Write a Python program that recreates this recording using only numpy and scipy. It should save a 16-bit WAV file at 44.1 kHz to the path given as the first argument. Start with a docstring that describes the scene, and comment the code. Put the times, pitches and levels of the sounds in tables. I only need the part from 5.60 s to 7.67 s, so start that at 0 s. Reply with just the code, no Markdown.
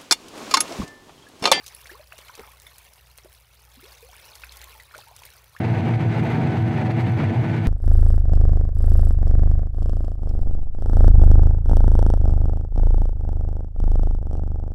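"""Two seconds inside a combine harvester's closed cab, its six-cylinder diesel at high idle.
From the start the firing note booms over a rumble, a hydraulic pump and gears whine, and
machinery roars and throbs with the engine, making loose trim sizzle faintly. From 0.3 s the
panels shudder now and then, hardest at 1.6 s. At 1.8 s the boom swells most, and the gain
control, which evens the swells all along, turns everything down for a moment."""
import sys
import numpy as np
from scipy import signal
from scipy.fft import rfft, irfft, next_fast_len
from scipy.io import wavfile
from scipy.ndimage import map_coordinates

SR = 44100
rng = np.random.default_rng(int(sys.argv[2]) if len(sys.argv) > 2 else 0)


def unload_audio(sound):
    """Save the sound as a 16-bit wav file, at the path given as the first command line argument."""
    columns = np.transpose(np.atleast_2d(sound))
    # keep every value between -1 and 1, then stretch to whole-number steps
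    steps = np.round(np.clip(columns, -1, 1) * 32767)
    wavfile.write(sys.argv[1], SR, steps.astype(np.int16))


N = 91331
CYCLE_HZ = 19.485  # in one engine cycle all six cylinders fire once

# Swells of the bass, before scaling: t/s, level/dB
BASS_SWELLS = [(0.0, -31), (0.08, -16.5), (0.29, -27), (0.32, -15.5), (0.37, -14.5), (0.42, -37),
               (0.44, -22.5), (0.48, -13), (0.54, -28.5), (0.63, -14.5), (0.66, -30), (0.78, -21),
               (0.81, -37.5), (0.9, -15.5), (0.94, -30), (1.0, -14), (1.22, -31), (1.24, -19.5),
               (1.37, -23.5), (1.45, -14.5), (1.48, -32), (1.52, -15.5), (1.56, -19), (1.64, -46),
               (1.67, -15.5), (1.71, -17), (1.73, -30.5), (1.77, -19), (1.8, -4.5), (1.83, -31),
               (1.92, -23.5), (1.94, -26.5), (2.05, -20.5), (2.07, -17)]
# Pitch of the firing note: t/s, f/Hz
FIRING_PITCH = [(0, 113), (.11, 119), (.19, 100), (.24, 98), (.28, 120), (.35, 117), (.4, 105), (.44, 119),
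                (.55, 108), (.6, 121), (.84, 114), (.95, 127), (1.03, 112), (1.17, 118), (1.35, 114),
                (1.39, 125), (1.47, 111), (1.54, 118), (1.63, 105), (1.73, 102), (1.79, 124), (1.88, 104),
                (1.94, 124), (2.02, 105), (2.07, 117)]
def firing_note(swell_share=.75):
    """The cylinders fire so fast that they blend into one deep, wavering note."""
    bass_db = curve(BASS_SWELLS)
    note_db = bass_db.mean() + swell_share * (bass_db - bass_db.mean())
    phase = 2 * np.pi * np.cumsum(curve(FIRING_PITCH)) / SR
    return np.sqrt(2) * amp(note_db - .5) * np.sin(phase)


# The engine's steady tones: multiples of the cycle rate
HUM_MULTIPLES = [4, 5, 8, 9, 12, 15, 24, 48, 90]
# Strength of each tone: level/dB
HUM_LEVELS = [-49.5, -31, -34.5, -37.5, -34, -46, -46, -66.5, -58]
def engine_hum():
    """The engine repeats its motion every cycle, so it hums at multiples of that rate."""
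    return sum(tone(k * CYCLE_HZ, db) for k, db in zip(HUM_MULTIPLES, HUM_LEVELS))


# Colour (how strong each pitch is) of the deep rumble: f/Hz, level/dB
RUMBLE_COLOUR = [(20, -40), (50, -38.5), (72, -16.5), (90, -9), (110, -11), (130, 1), (150, -9.5),
                 (220, -55), (500, -69), (2000, -130)]
# Colour of the panels' higher rumble: f/Hz, level/dB
PANEL_COLOUR = [(90, -30.5), (130, -10), (150, 4), (166, -7.5), (177, -1.5), (195, -8), (235, -9.5),
                (280, -12), (350, -22.5), (500, -30.5), (1000, -77), (3000, -130)]
# Rise and fall of the panels' rumble: t/s, level/dB
PANEL_SWELLS = [(0.0, -26.5), (0.27, -22.5), (0.29, -18), (0.32, -23), (0.38, -37), (0.41, -16.5),
                (0.48, -32), (0.51, -20), (0.55, -39), (0.59, -18), (0.67, -21), (0.7, -40.5),
                (0.74, -18.5), (0.86, -16.5), (0.88, -24.5), (1.0, -29), (1.03, -25), (1.08, -21),
                (1.31, -22.5), (1.34, -31), (1.38, -18.5), (1.44, -40.5), (1.48, -16), (1.52, -47.5),
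                (1.57, -32), (1.59, -23.5), (1.79, -26), (1.83, -21), (2.01, -29), (2.07, -21)]
def cab_rumble():
    """The diesel fills the cab with a deep rumble, and the panels rumble above it."""
    deep = amp(curve(BASS_SWELLS).mean() - 6) * noise(RUMBLE_COLOUR)
    panels = amp(curve(PANEL_SWELLS) - 3) * even(noise(PANEL_COLOUR), span_s=.1)
    return deep + panels


# The pump's tones, lowest first: level/dB
PUMP_LEVELS = [-33.5, -48.5, -52, -61.5]
def pump(hz=330.7):
    """The hydraulic pump whines at one pitch and its whole multiples."""
    return sum(tone(k * hz, db) for k, db in enumerate(PUMP_LEVELS, 1))


# Rise and fall of the main whine: t/s, level/dB
MAIN_WHINE = [(0, -39.5), (.5, -40), (.85, -36), (1.05, -40), (1.25, -35), (1.6, -42), (1.72, -41.5),
              (2.07, -44.5)]
# The steady whines: f/Hz, level/dB
STEADY_WHINES = [(219.4, -38), (676.8, -45.5), (849.5, -50.5), (1498.6, -49.5), (1696, -59.5),
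                 (2104.5, -58.5), (3395, -64.5)]
def gears_and_belts(main_hz=749.3):
    """Spinning gears and belts whine, each at its own pitch."""
    return tone(main_hz, curve(MAIN_WHINE)) + sum(tone(hz, db) for hz, db in STEADY_WHINES)


# Rise and fall of the roar's lower part: t/s, level/dB
LOW_ROAR_SWELLS = [(0.0, -36), (0.03, -28), (0.06, -34), (0.18, -28.5), (0.22, -36.5), (0.27, -29),
                   (0.37, -35.5), (0.46, -28), (0.47, -40), (0.58, -27.5), (0.62, -37), (0.64, -28.5),
                   (0.94, -32), (1.03, -38.5), (1.22, -27.5), (1.26, -36.5), (1.3, -27), (1.32, -42),
                   (1.38, -29.5), (1.55, -38.5), (1.6, -28.5), (1.7, -33.5), (1.71, -31), (1.97, -33),
                   (2.03, -39.5), (2.07, -37)]
# Its colour: f/Hz, level/dB
LOW_ROAR_COLOUR = [(200, -17.5), (390, 1.5), (460, -2.5), (570, -7), (610, -3), (670, -1.5), (715, -9.5),
                   (780, -3.5), (860, -4), (925, -2), (965, -11), (1100, -21.5), (1600, -38.5),
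                   (6000, -120)]
# Rise and fall of the roar's bright part: t/s, level/dB
BRIGHT_ROAR_SWELLS = [(0.0, -38.5), (0.21, -38), (0.21, -42), (0.28, -36.5), (0.33, -40), (0.34, -33.5),
                      (0.37, -45.5), (0.41, -36), (0.48, -42.5), (0.54, -35), (0.56, -38.5), (0.6, -33.5),
                      (0.61, -43.5), (0.65, -36.5), (0.75, -36), (0.77, -39), (0.81, -37.5), (0.97, -39),
                      (0.97, -36), (1.03, -43), (1.06, -40.5), (1.22, -36), (1.24, -42.5), (1.26, -33),
                      (1.29, -45.5), (1.31, -32), (1.33, -44.5), (1.41, -34), (1.43, -42), (1.47, -37),
                      (1.55, -42.5), (1.6, -35.5), (1.71, -40), (1.71, -40), (1.82, -39), (1.98, -37.5),
                      (2.0, -44.5), (2.07, -35.5)]
# Its colour: f/Hz, level/dB
BRIGHT_ROAR_COLOUR = [(500, -24.5), (1000, -12), (1600, -11), (2200, -11), (3000, -20), (3700, -24),
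                      (5000, -33.5), (7500, -42.5), (10000, -49), (13000, -55), (15500, -61)]
def machinery(throb_db=.9, knock_db=.7, flutter_db=.7):
    """The roar throbs once a cycle, knocks every second firing and shakes the trim."""
    cycle = 2 * np.pi * CYCLE_HZ * clock()
    pulse_db = throb_db * np.cos(cycle) + knock_db * np.cos(3 * cycle) + flutter_db * wobble(90)
    low_db = curve(LOW_ROAR_SWELLS) + pulse_db
    bright_db = curve(BRIGHT_ROAR_SWELLS) + pulse_db
    low = amp(low_db - 1.28) * even(noise(LOW_ROAR_COLOUR), span_s=.1)
    bright = amp(bright_db + .27) * noise(BRIGHT_ROAR_COLOUR)
    return low + trim_sizzle(bright_db) + glass_echoes(bright)


def glass_echoes(x, count=10, share=.39, within_s=.012):
    """Quick, weak echoes off the cab's glass boost some high pitches and weaken others."""
    delay_s = rng.uniform(.00033, 1, count) * within_s
    sign = rng.choice([-1, 1], count)
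    echoes = lambda hz: np.exp(-2j * np.pi * np.outer(hz, delay_s)) @ sign / np.sqrt(count)
    return filtered(x, lambda hz: 1 + share * hz / (hz + 2000) * echoes(hz))


# Peak of each shudder: t/s, level/dB
SHUDDER_PEAKS = [(0.283, -28), (.8, -33), (0.938, -28.5), (1.295, -29), (1.607, -23)]
# Colour of the rattle: f/Hz, level/dB
RATTLE_COLOUR = [(150, -25), (235, 4), (340, -1.5), (480, -14.5), (680, -7), (900, -15.5), (1300, -19.5),
                 (2200, -26), (6000, -51.5), (12000, -100)]
def panel_shudders(width_s=.019):
    """Now and then the panels rattle harder for a moment."""
    swell = sum(amp(db) * np.exp(-.5 * ((clock() - s) / width_s) ** 2) for s, db in SHUDDER_PEAKS)
    return swell * even(noise(RATTLE_COLOUR), span_s=.017)


# Pitches at which the trim rings: f/Hz, width/Hz, relative level/dB
TRIM_RINGS = [(6046, 150, 9.5), (7000, 280, -1), (7870, 450, 2), (8990, 300, -1.5), (10660, 350, 1),
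              (12580, 300, 3), (13200, 800, -12)]
def trim_sizzle(roar_db, follow=.91, grain_db=4.5, level_db=-66):
    """Loose trim rings faintly as it is shaken, more when the roar is louder."""
    shake_db = follow * (roar_db - roar_db.mean()) + grain_db * wobble(400)
    shake = amp(shake_db) * rng.standard_normal(N)
    def ringing(hz):
        return sum(amp(db) * (1j * hz * width / (pitch ** 2 - hz ** 2 + 1j * hz * width)) ** 2
                   for pitch, width, db in TRIM_RINGS)
    return amp(level_db) * unit(filtered(shake, ringing))


def amp(db):
    return 10 ** (np.asarray(db) / 20)


def unit(x):
    """x scaled to an average strength (rms) of 1."""
    return x / np.sqrt(np.mean(x ** 2) + 1e-20)


def clock():
    return np.arange(N) / SR


def curve(rows):
    """Straight lines joining (time, value) rows."""
    return np.interp(clock(), *np.transpose(rows))


def wobble(rate):
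    """A smooth curve through `rate` random points a second."""
    return map_coordinates(rng.standard_normal(int(N * rate / SR) + 4), [clock() * rate])


def filtered(x, response):
    """x with each frequency scaled by response(hz)."""
    size = next_fast_len(N + SR // 4)
    return irfft(rfft(x, size) * response(np.fft.rfftfreq(size, 1 / SR)), size)[:N]


def noise(colour):
    """Noise of strength 1 in the given colour."""
    f, db = np.transpose(colour)
    response = lambda hz: amp(np.interp(np.log(hz + 1), np.log(f), db))
    return unit(filtered(rng.standard_normal(N), response))


def even(x, span_s):
    """x with its slow swells evened out, at strength 1."""
    window = signal.windows.hann(int(span_s * SR))
    power = np.abs(signal.fftconvolve(x ** 2, window, 'same'))
    return unit(x / np.sqrt(power + 1e-9))


def tone(hz, db, waver_rad=.41, waver_db=1.82):
    """A tone that wavers a little in pitch and loudness."""
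    phase = 2 * np.pi * (hz * clock() + rng.random()) + waver_rad * wobble(6.56)
    return np.sqrt(2) * amp(db + waver_db * wobble(13)) * np.sin(phase)


def scene():
    """Everything as heard at one spot in the cab."""
    engine = firing_note() + engine_hum() + cab_rumble()
    return (engine + pump() + gears_and_belts() + machinery() + panel_shudders())[None]


def record(dry, ceiling_db=-15, sense_s=.022, fade_s=.003, top_hz=15720):
    """Fast gain control turns everything down when the bass swells; the highest treble is cut."""
    x = amp(-.55) * dry[0]
    window = signal.windows.hann(int(sense_s * SR))
    power = np.abs(signal.fftconvolve(x ** 2, window / window.sum(), 'same'))
    gain = (1 + (power / amp(ceiling_db) ** 2) ** 2) ** -.25
    fades = np.minimum(1, np.minimum(clock(), clock()[::-1]) / fade_s)
    return filtered(x * gain * fades, lambda hz: hz < top_hz)[None]


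dry = scene()
out = record(dry)
unload_audio(out)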